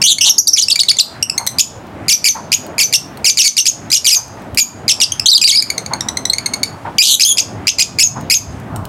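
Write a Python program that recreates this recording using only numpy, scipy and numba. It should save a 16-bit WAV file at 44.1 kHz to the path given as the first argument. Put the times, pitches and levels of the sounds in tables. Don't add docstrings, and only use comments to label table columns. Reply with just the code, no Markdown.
import sys
import numpy as np
from scipy import signal
from scipy.fft import rfft, irfft
from scipy.io import wavfile
from scipy.ndimage import map_coordinates
from numba import njit

SR = 44100
rng = np.random.default_rng(int(sys.argv[2]) if len(sys.argv) > 2 else 0)


def file_out(sig):
    cols = np.atleast_2d(sig).T
    lim = np.clip(cols, -1, 1)
    pcm = np.round(lim * 32767).astype(np.int16)
    wavfile.write(sys.argv[1], SR, pcm)


N = 391608

VOICE_DELAY_S = .008


def undb(db):
    return 10 ** (np.asarray(db) / 20)


def colour(hz, points):
    f, db = np.transpose(points)
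    return undb(np.interp(np.log(hz + 1), np.log(f), db))


def shaped(gain):
    x = irfft(rfft(rng.standard_normal(N)) * gain, N)
    return x / x.std()


def walk(count, rate):
    at = np.arange(count) * rate / SR
    points = rng.standard_normal(int(at[-1]) + 3)
    return map_coordinates(points, [at], order=2, mode="nearest")


def add(out, s, x):
    i = max(int(s * SR), 0)
    out[i:i + len(x)] += x[:max(N - i, 0)]


def town(level_db=-29, flicker_db=2.5, rumble_hz=220):
    # frequency in Hz, relative density in dB per Hz.
    town_spectrum = [(25, -67.5), (45, -11.5), (70, -4.5), (95, 4), (170, -0.5), (260, -1.5), (380, -7),
                     (500, -10.5), (650, -7), (850, -9), (1200, -13), (2000, -21), (4500, -33.5),
                     (16000, -47)]
    # time in seconds, extra level in dB.
    rumble_swell = [(0, 0.5), (1.0, -8), (1.899, -1), (2.8, -6), (4.598, 0.5), (5.3, -4), (6.098, -1.5),
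                    (6.8, -4.5), (7.6, 3.5), (8.8, 5)]
    hz = np.arange(N // 2 + 1) * SR / N
    rumble_db = np.interp(np.arange(N) / SR, *np.transpose(rumble_swell))
    spectrum = rfft(shaped(colour(hz, town_spectrum)))
    out = np.zeros(N)
    for centre in 32 * 2 ** np.arange(10):
        window = np.clip(1 - abs(np.log2((hz + 1) / centre)), 0, 1)
        band = irfft(spectrum * window, N)
        swell_db = rumble_db / (1 + (centre / rumble_hz) ** 2)
        out += band * undb(level_db + swell_db + flicker_db * walk(N, 9))
    return out


def beak(hz, s, low_hz=3100, high_hz=9500):
    # frequency in Hz, gain in dB.
    throat_gain = [(1700, -19.5), (2300, -9.5), (3200, -5.5), (4300, 0.5), (5200, 6), (6500, 3),
                   (8000, 0.5), (10500, -4), (12500, -6), (14000, -17.5), (16000, -31)]
    # time in seconds, extra dB under about 3 kHz, extra dB over about 9 kHz.
    pose = [(0, -3, .5), (1.0, -7, -1.5), (1.5, -6, 7.5), (2.85, 1.5, 7), (3.4, -6.5, 0.5), (4.1, -8, 5.5),
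            (4.6, 3, 11.5), (5.0, -7.5, -4), (5.5, -5.5, 7.5), (6.1, -3.5, -2), (7.0, -2, 8.5),
            (7.6, -2, -4), (8.3, 1.5, 8)]
    times, low_db, high_db = np.transpose(pose)
    low = 1 / (1 + (hz / low_hz) ** 8)
    high = 1 / (1 + (high_hz / hz) ** 8)
    pose_db = np.interp(s, times, low_db) * low + np.interp(s, times, high_db) * high
    return colour(hz, throat_gain) * undb(pose_db)


def syrinx(points, trill_hz=185, jitter=0.032, flutter_db=2.0, reedy_db=-6, pure_db=-13, rasp_db=-20,
           overtone_db=3, edge_s=0.00248, lean=.25, throb_db=7):
    s, hz, db, depth = np.transpose(points)
    s = np.maximum.accumulate(s)
    t = np.arange(s[0], s[-1] + edge_s / 2, 1 / SR)
    n = len(t)
    depth = np.interp(t, s, depth)

    swing = 2 * np.pi * np.cumsum(trill_hz * (1 + .22 * walk(n, 90))) / SR
    trill = np.sin(swing + lean * np.sin(swing))
    level_db = np.interp(t, s, db) - throb_db * depth * np.cos(swing)

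    pitch = 2 ** (np.interp(t, s, np.log2(hz)) + depth * trill)
    reedy = np.interp(pitch, [2500, 6000], [1, 0])
    pitch = pitch * (1 + jitter * (1 + reedy) / 2 * walk(n, 694))
    phase = 2 * np.pi * np.cumsum(pitch) / SR

    k = np.arange(1, 8)[:, None]
    slope_db = pure_db + reedy * (reedy_db - pure_db)
    favour_db = overtone_db * np.array([walk(n, 120.5) for _ in k])
    partials = undb(slope_db * np.log2(k) + favour_db) * beak(k * pitch, s[0])
    partials = partials * (k * pitch < SR / 2)
    tone = (partials * np.sin(k * phase)).sum(0) / np.sqrt((partials ** 2).sum(0))
    tone = tone * (1 + undb(rasp_db) * reedy * walk(n, 1700))
    edges = np.clip(np.minimum(t - t[0], t[-1] - t) / edge_s, 0, 1)
    return tone * edges * undb(level_db + flutter_db * walk(n, 341.94))


def tick(s, length, hz, db, scoop=0.8674, scoop_s=0.001893, fade_db=-5):
    rows = [(s, hz * scoop, db, 0),
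            (s + scoop_s, hz, db, 0),
            (s + length, hz * 1.0126, db + fade_db, 0)]
    return syrinx(rows, jitter=0.0116, reedy_db=-8.0, rasp_db=-9.5, overtone_db=1.5)


def scold(s, length, hz, strained_hz, trill_hz, depth, widest_s, db, slope_db, slack_share=0.36,
          strain_db=-2, rise_s=.02, relax_s=.03):
    t = np.linspace(0, length, num=20)
    build = np.clip(1 + (t - widest_s) / rise_s, 0, 1)
    strain = build / (1 + (np.maximum(t - widest_s, 0) / relax_s) ** 2)
    pitch = hz * (strained_hz / hz) ** strain
    width = depth * (slack_share + (1 - slack_share) * strain)
    rows = np.transpose([s + t, pitch, db + strain_db * strain, width])
    return syrinx(rows, trill_hz, jitter=.02, reedy_db=slope_db, rasp_db=-15, throb_db=6)


def dog(rise_s=0.0218, echo_db=-13, echo_s=0.212):
    # start in seconds, level in dB.
    barks = [(0.248, -21), (1.382, -22), (2.342, -20.5), (4.153, -19), (5.905, -22), (6.843, -22),
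             (8.15, -24)]
    # frequency in Hz, width in Hz, gain in dB.
    muzzle = [(900.6, 213, -1), (1238, 1090, -13), (569, 170, -20)]
    hz = np.arange(N // 2 + 1) * SR / N
    t = np.arange(SR // 2) / SR
    throat = sum(undb(db) / (1 + (2 * (hz - f) / width) ** 2) for f, width, db in muzzle)
    burst = (t / rise_s) ** 2 * np.exp(2 - 2 * t / rise_s)
    trail = np.minimum(t / rise_s, 1) * np.exp(-t / echo_s)
    bark = burst + undb(echo_db) * trail
    effort = np.zeros(N)
    for s, db in barks:
        add(effort, s, undb(db) * bark)
    return effort * shaped(throat)


def pip(s, dip_s, hz, db, first=.76, sag_octaves_per_s=55, last=.83, settle=0.2006, attack_db=5, dip_db=-6,
        fade_db=-3, flick_s=0.0026, whistle_s=.017):
    crest, first_hz, last_hz = s + dip_s + flick_s, hz * first, hz * last
    dip_hz = first_hz * 2 ** (-sag_octaves_per_s * dip_s)
    settling_hz = last_hz + settle * (hz - last_hz)
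    rows = [(s, first_hz * .92, db + attack_db, 0),
            (s + dip_s / 3, first_hz, db, .02),
            (s + dip_s, dip_hz, db + dip_db, .04),
            (crest, hz, db, .025),
            (crest + whistle_s / 2, settling_hz, db, .015),
            (crest + whistle_s, last_hz, db + fade_db, 0)]
    return syrinx(rows, reedy_db=-12.5, pure_db=-5.5)


def chirp(s, leap_s, whistle_s, high, sunk, whistle, db, raspy_hz=2234.2, raspy_share=0.24, glide_s=0.00207,
          crack=1.248, quiver=0.0328, bend=.02, second_ratio=1.13, second_db=-13, raspy_db=-4,
          crest_s=0.00718, sag=.94, fade_db=-7):
    start, leap = s + VOICE_DELAY_S, s + leap_s
    flip = start + raspy_share * (leap - start)
    low_bend, sink_bend = 1 + bend * rng.standard_normal(2)
    low = raspy_hz * low_bend
    voice = [(start, low * 0.98, db + 1.5, 0),
             ((start + flip) / 2, low, db + raspy_db, quiver),
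             (flip - glide_s / 2, low, db + raspy_db, 3 * quiver),
             (flip, high * crack, db - 0.5, 3 * quiver),
             (flip + glide_s, high, db - 3.5, quiver),
             ((flip + leap) / 2, sink_bend * (high + 2 * sunk) / 3, db, quiver),
             (leap - glide_s, sunk, db, quiver)]
    whistled = [(leap + glide_s, whistle * .94, db - 3.5, 0),
                (leap + min(crest_s, whistle_s / 2), whistle * 1.02, db, quiver),
                (leap + whistle_s, whistle * sag, db + fade_db, quiver)]
    second = [(at, hz * second_ratio, level + second_db, depth) for at, hz, level, depth in voice]
    rough = dict(jitter=.02, rasp_db=-13)
    main_voice = syrinx(voice + whistled, reedy_db=-7, pure_db=-13.5, overtone_db=2.0, **rough)
    return main_voice, syrinx(second, reedy_db=-2, **rough)


def cage(scrape=1.42, scrape_s=0.00235):
    # start in seconds, peak level in dB.
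    taps = [(1.868, -35.5), (2.636, -31.5), (2.665, -21.5), (3.173, -19.5), (4.28, -24), (4.42, -28.5),
            (4.547, -13.5), (1.466, 1.5), (8.21, -23.5), (8.60, -28.5), (8.761, -12.5), (8.853, -17.5)]
    # frequency in Hz, relative level in dB, 60 dB decay in seconds.
    modes = [(3025, -7.5, 0.0153), (4296, -10, 0.033), (5600, -16, 0.065), (6690, -21, 0.069),
             (8333, -11, 0.066), (12000, -32.5, 0.0198)]
    out, t = np.zeros(N), np.arange(SR // 10) / SR
    for s, db in taps:
        tap = scrape * rng.standard_normal(len(t)) * np.exp(-t / scrape_s)
        for f, mode_db, t60 in modes:
            strength = undb(mode_db) * rng.standard_normal()
            tap += strength * np.sin(2 * np.pi * f * t) * undb(-60 * t / t60)
        add(out, s, tap * undb(db) / abs(tap).max())
    return out


def note(s, length, first_hz, last_hz, db, break_hz=3535, slur_s=.004, pull=1.0, release_pull=0.665,
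         edge_db=-4, fade_db=-2, quiver=0.0234):
    slur = min(slur_s, length / 2)
    rows = [(s, first_hz * (break_hz / first_hz) ** pull, db + edge_db, 0),
            (s + slur, first_hz, db, quiver),
            (s + length - slur, last_hz, db + fade_db, quiver),
            (s + length, last_hz * (break_hz / last_hz) ** release_pull, db + fade_db + edge_db, 0)]
    return syrinx(rows, jitter=0.01524, reedy_db=-11, pure_db=-17.5, rasp_db=-21.5)


def lovebirds(tick_s=0.00487, tick_hz=2450, tick_db=-2):
    # start in seconds, length in seconds, pitch in Hz, level in dB.
    ticks = [ (0.016, 0.0083, 2676, 0), (0.025, 0.00444, 2392, 15.5), (.183, 0.00825, 2177, 2),
             (.683, 0.0063, 2707, 8), (.757, 0.00657, 2334, 9), (.833, 0.00655, 2173, 3),
             (0.913, 0.0056, 2285, 8), (0.967, 0.0057, 2057, -8.5), (1.226, 0.0061, 2780, 11.5),
             (1.297, 0.0045, 2646, 4.5), (1.378, 0.00737, 2156, 7), (1.472, 0.00562, 2021, 7.5),
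             (3.901, .0097, 2007, -12), (4.044, 0.0068, 2428, -3), (5.119, 0.00634, 3171, -1),
             (5.196, 0.00405, 2646, 4.5), (5.623, 0.0055, 2335, 2.5), (5.701, 0.0058, 2235, -3),
             (5.779, 0.0046, 2118, -1), (5.861, 0.00467, 2208, -10), (5.934, 0.00597, 2174, -4.5),
             (6.007, 0.00412, 1895, -3), (6.085, 0.0061, 1964, -4), (6.170, 0.00643, 2058, -4),
             (6.253, 0.00515, 2014, -2.5), (6.298, 0.00604, 4127, -1), (6.333, 0.00695, 2161, 0.5),
             (6.382, 0.0089, 2235, -8), (6.459, 0.0104, 2139, -5), (6.535, 0.0128, 2165, -7.5),
             (6.631, 0.0077, 2211, 3.5)]
    # start in seconds, length in seconds, resting pitch in Hz, strained pitch in Hz,
    # swings per second, widest trill in octaves, time to the widest trill in seconds, level in dB,
    # low-register overtone slope in dB per octave.
    scolds = [(.037, .094, 3000, 4000, 165, .22, .044, 9, -7),
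              (.208, .085, 2850, 3750, 180, .33, .055, 5, -8),
              (7.023, .132, 3450, 3950, 115, .5, .036, 6.5, -6),
              (7.248, .080, 3200, 3440, 200, .05, .034, 6, -1.5)]
    # start in seconds, time to the dip in seconds, whistle in Hz, level in dB.
    pips = [(0.293, 0.0014, 6607, 10), (.381, 0.00308, 6910, 15.5), (.471, 0.0073, 6407, 10),
            (0.53, 0.00166, 6222, 9), (0.611, 0.01095, 5690, 2.5), (0.7, 0.0125, 5194, 4.5),
            (.791, 0.0095, 5188, 6), (.884, 0.00933, 5252, 6), (.986, 0.0111, 4936, 5)]
    # start in seconds, time to the leap in seconds, whistle length in seconds,
    # pitch after the crack in Hz, pitch before the leap in Hz, central whistle pitch in Hz, level in dB.
    chirps = [ (0.562, 0.0335, 0.01, 3566, 2874, 6640, 6.5),
              (1.585, 0.02026, 0.0101, 2788, 2374, 6840, 8.5), (2.082, .047, 0.0264, 2963, 2368, 5988, 6),
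              (2.242, 0.0446, 0.028, 2558, 2198, 6348, 3.5), (2.518, .023, 0.0128, 2544, 2491, 6791, 4),
              (2.781, 0.0525, 0.027, 2752, 2249, 6210, 0.5), (2.926, 0.03216, 0.0104, 2839, 2725, 6127, 2),
              (3.244, 0.0559, 0.0176, 2876, 2299, 6395, 5), (3.372, 0.0486, 0.0122, 3104, 2518, 6460, 9.5),
              (3.432, 0.048, 0.0194, 2341, 2209, 6237, 9.5), (3.567, 0.0344, 0.018, 2964, 2764, 6230, 8.5),
              (3.655, 0.02354, 0.023, 2783, 2450, 6703, 7), (3.916, 0.0307, 0.014, 2487, 2374, 6640, 7),
              (3.936, 0.0368, 0.0125, 3091, 2800, 5590, 3), (4.052, 0.0427, 0.0066, 3287, 2777, 5840, 8.5),
              (4.093, .056, 0.0321, 2589, 2399, 6480, 9.5), (4.573, 0.029, 0.0304, 2518, 2378, 6880, 5.5),
              (4.880, 0.0394, 0.009, 3109, 2551, 5610, 4), (5.001, 0.0359, 0.0102, 2972, 2636, 4900, 3.5),
              (7.196, 0.0254, 0.0088, 2487, 2486, 6520, 10), (7.371, 0.0263, 0.0118, 2818, 2369, 6536, 3),
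              (7.67, 0.0232, 0.0136, 2557, 2526, 6473, 6), (7.784, 0.04023, 0.0088, 2437, 2540, 6615, 5.5),
              (7.986, 0.044, 0.0466, 2544, 2620, 6692, 6), (8.299, .045, 0.0342, 2521, 2493, 6592, 4.5)]
    # start in seconds, length in seconds, first and last pitch in Hz, level in dB.
    notes = [ (5.258, 0.0136, 2963, 4250, 11), (5.27, 0.01045, 3210, 2947, 1.5),
             (5.282, 0.0187, 4416, 4933, 11), (5.299, 0.0106, 5490, 6010, 7),
             (5.314, 0.0301, 4267, 3641, 8), (5.346, 0.0262, 5055, 4390, 8.5),
             (5.377, 0.00887, 3145, 4300, 4), (5.413, 0.029, 2515, 2429, 5),
             (5.442, 0.0293, 4560, 4880, 9.5), (5.474, .012, 2351, 2050, 7.5),
             (5.485, 0.026, 4134, 3033, 6), (5.51, .012, 4550, 5300, 6), (5.52, 0.0399, 2170, 2314, -1),
             (5.548, 0.0286, 4500, 5260, 3), (5.572, 0.0325, 4750, 5060, 4), (6.983, .041, 2316, 2512, 11),
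             (7.232, 0.0138, 4395, 5440, 8.5)]
    out = np.zeros(N)
    for s, *shape, db in chirps:
        add(out, s, tick(s, tick_s, tick_hz, db + tick_db))
        for voice in chirp(s, *shape, db):
            add(out, s + VOICE_DELAY_S, voice)
    for call, table in ((tick, ticks), (scold, scolds), (pip, pips), (note, notes)):
        for row in table:
            add(out, row[0], call(*row))
    return out


def porch(x, early_db=-10, early_s=0.02272, tail_db=-18, tail_t60_s=.31, dull_hz=9000):
    t = np.arange(SR // 2) / SR
    early = rng.standard_normal(len(t)) * np.exp(-t / early_s) * (t > .001)
    early = early / np.linalg.norm(early)
    tail = rng.standard_normal(len(t)) * np.exp(-np.log(1000) * t / tail_t60_s) * (t > .006)
    dull = signal.butter(2, dull_hz, fs=SR, output="sos")
    tail = signal.sosfilt(dull, tail / np.linalg.norm(tail))
    answer = undb(early_db) * early + undb(tail_db) * tail
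    return x + signal.fftconvolve(x, answer)[:N]


def scene():
    under_roof = porch(lovebirds() + cage())
    return (under_roof + dog() + town())[None]


@njit
def follow(x, attack, release):
    out, e = np.empty(len(x)), 0.
    for i in range(len(x)):
        e += (x[i] - e) * (attack if x[i] > e else release)
        out[i] = e
    return out


def record(dry, ceiling=0.9213, attack_s=0.000361, release_s=0.1252, top_hz=16000):
    level = follow(abs(dry[0]), 1 / (1 + attack_s * SR), 1 / (1 + release_s * SR))
    level = np.interp(np.arange(N) + 2 * attack_s * SR, np.arange(N), level)
    held = dry * ceiling / np.maximum(level, ceiling)
    clipped = np.clip(held, -.87, .87)
    top_cut = signal.ellip(10, .2, 90, top_hz, fs=SR, output="sos")
    return signal.sosfilt(top_cut, clipped)


dry = scene()
out = record(dry)
file_out(out)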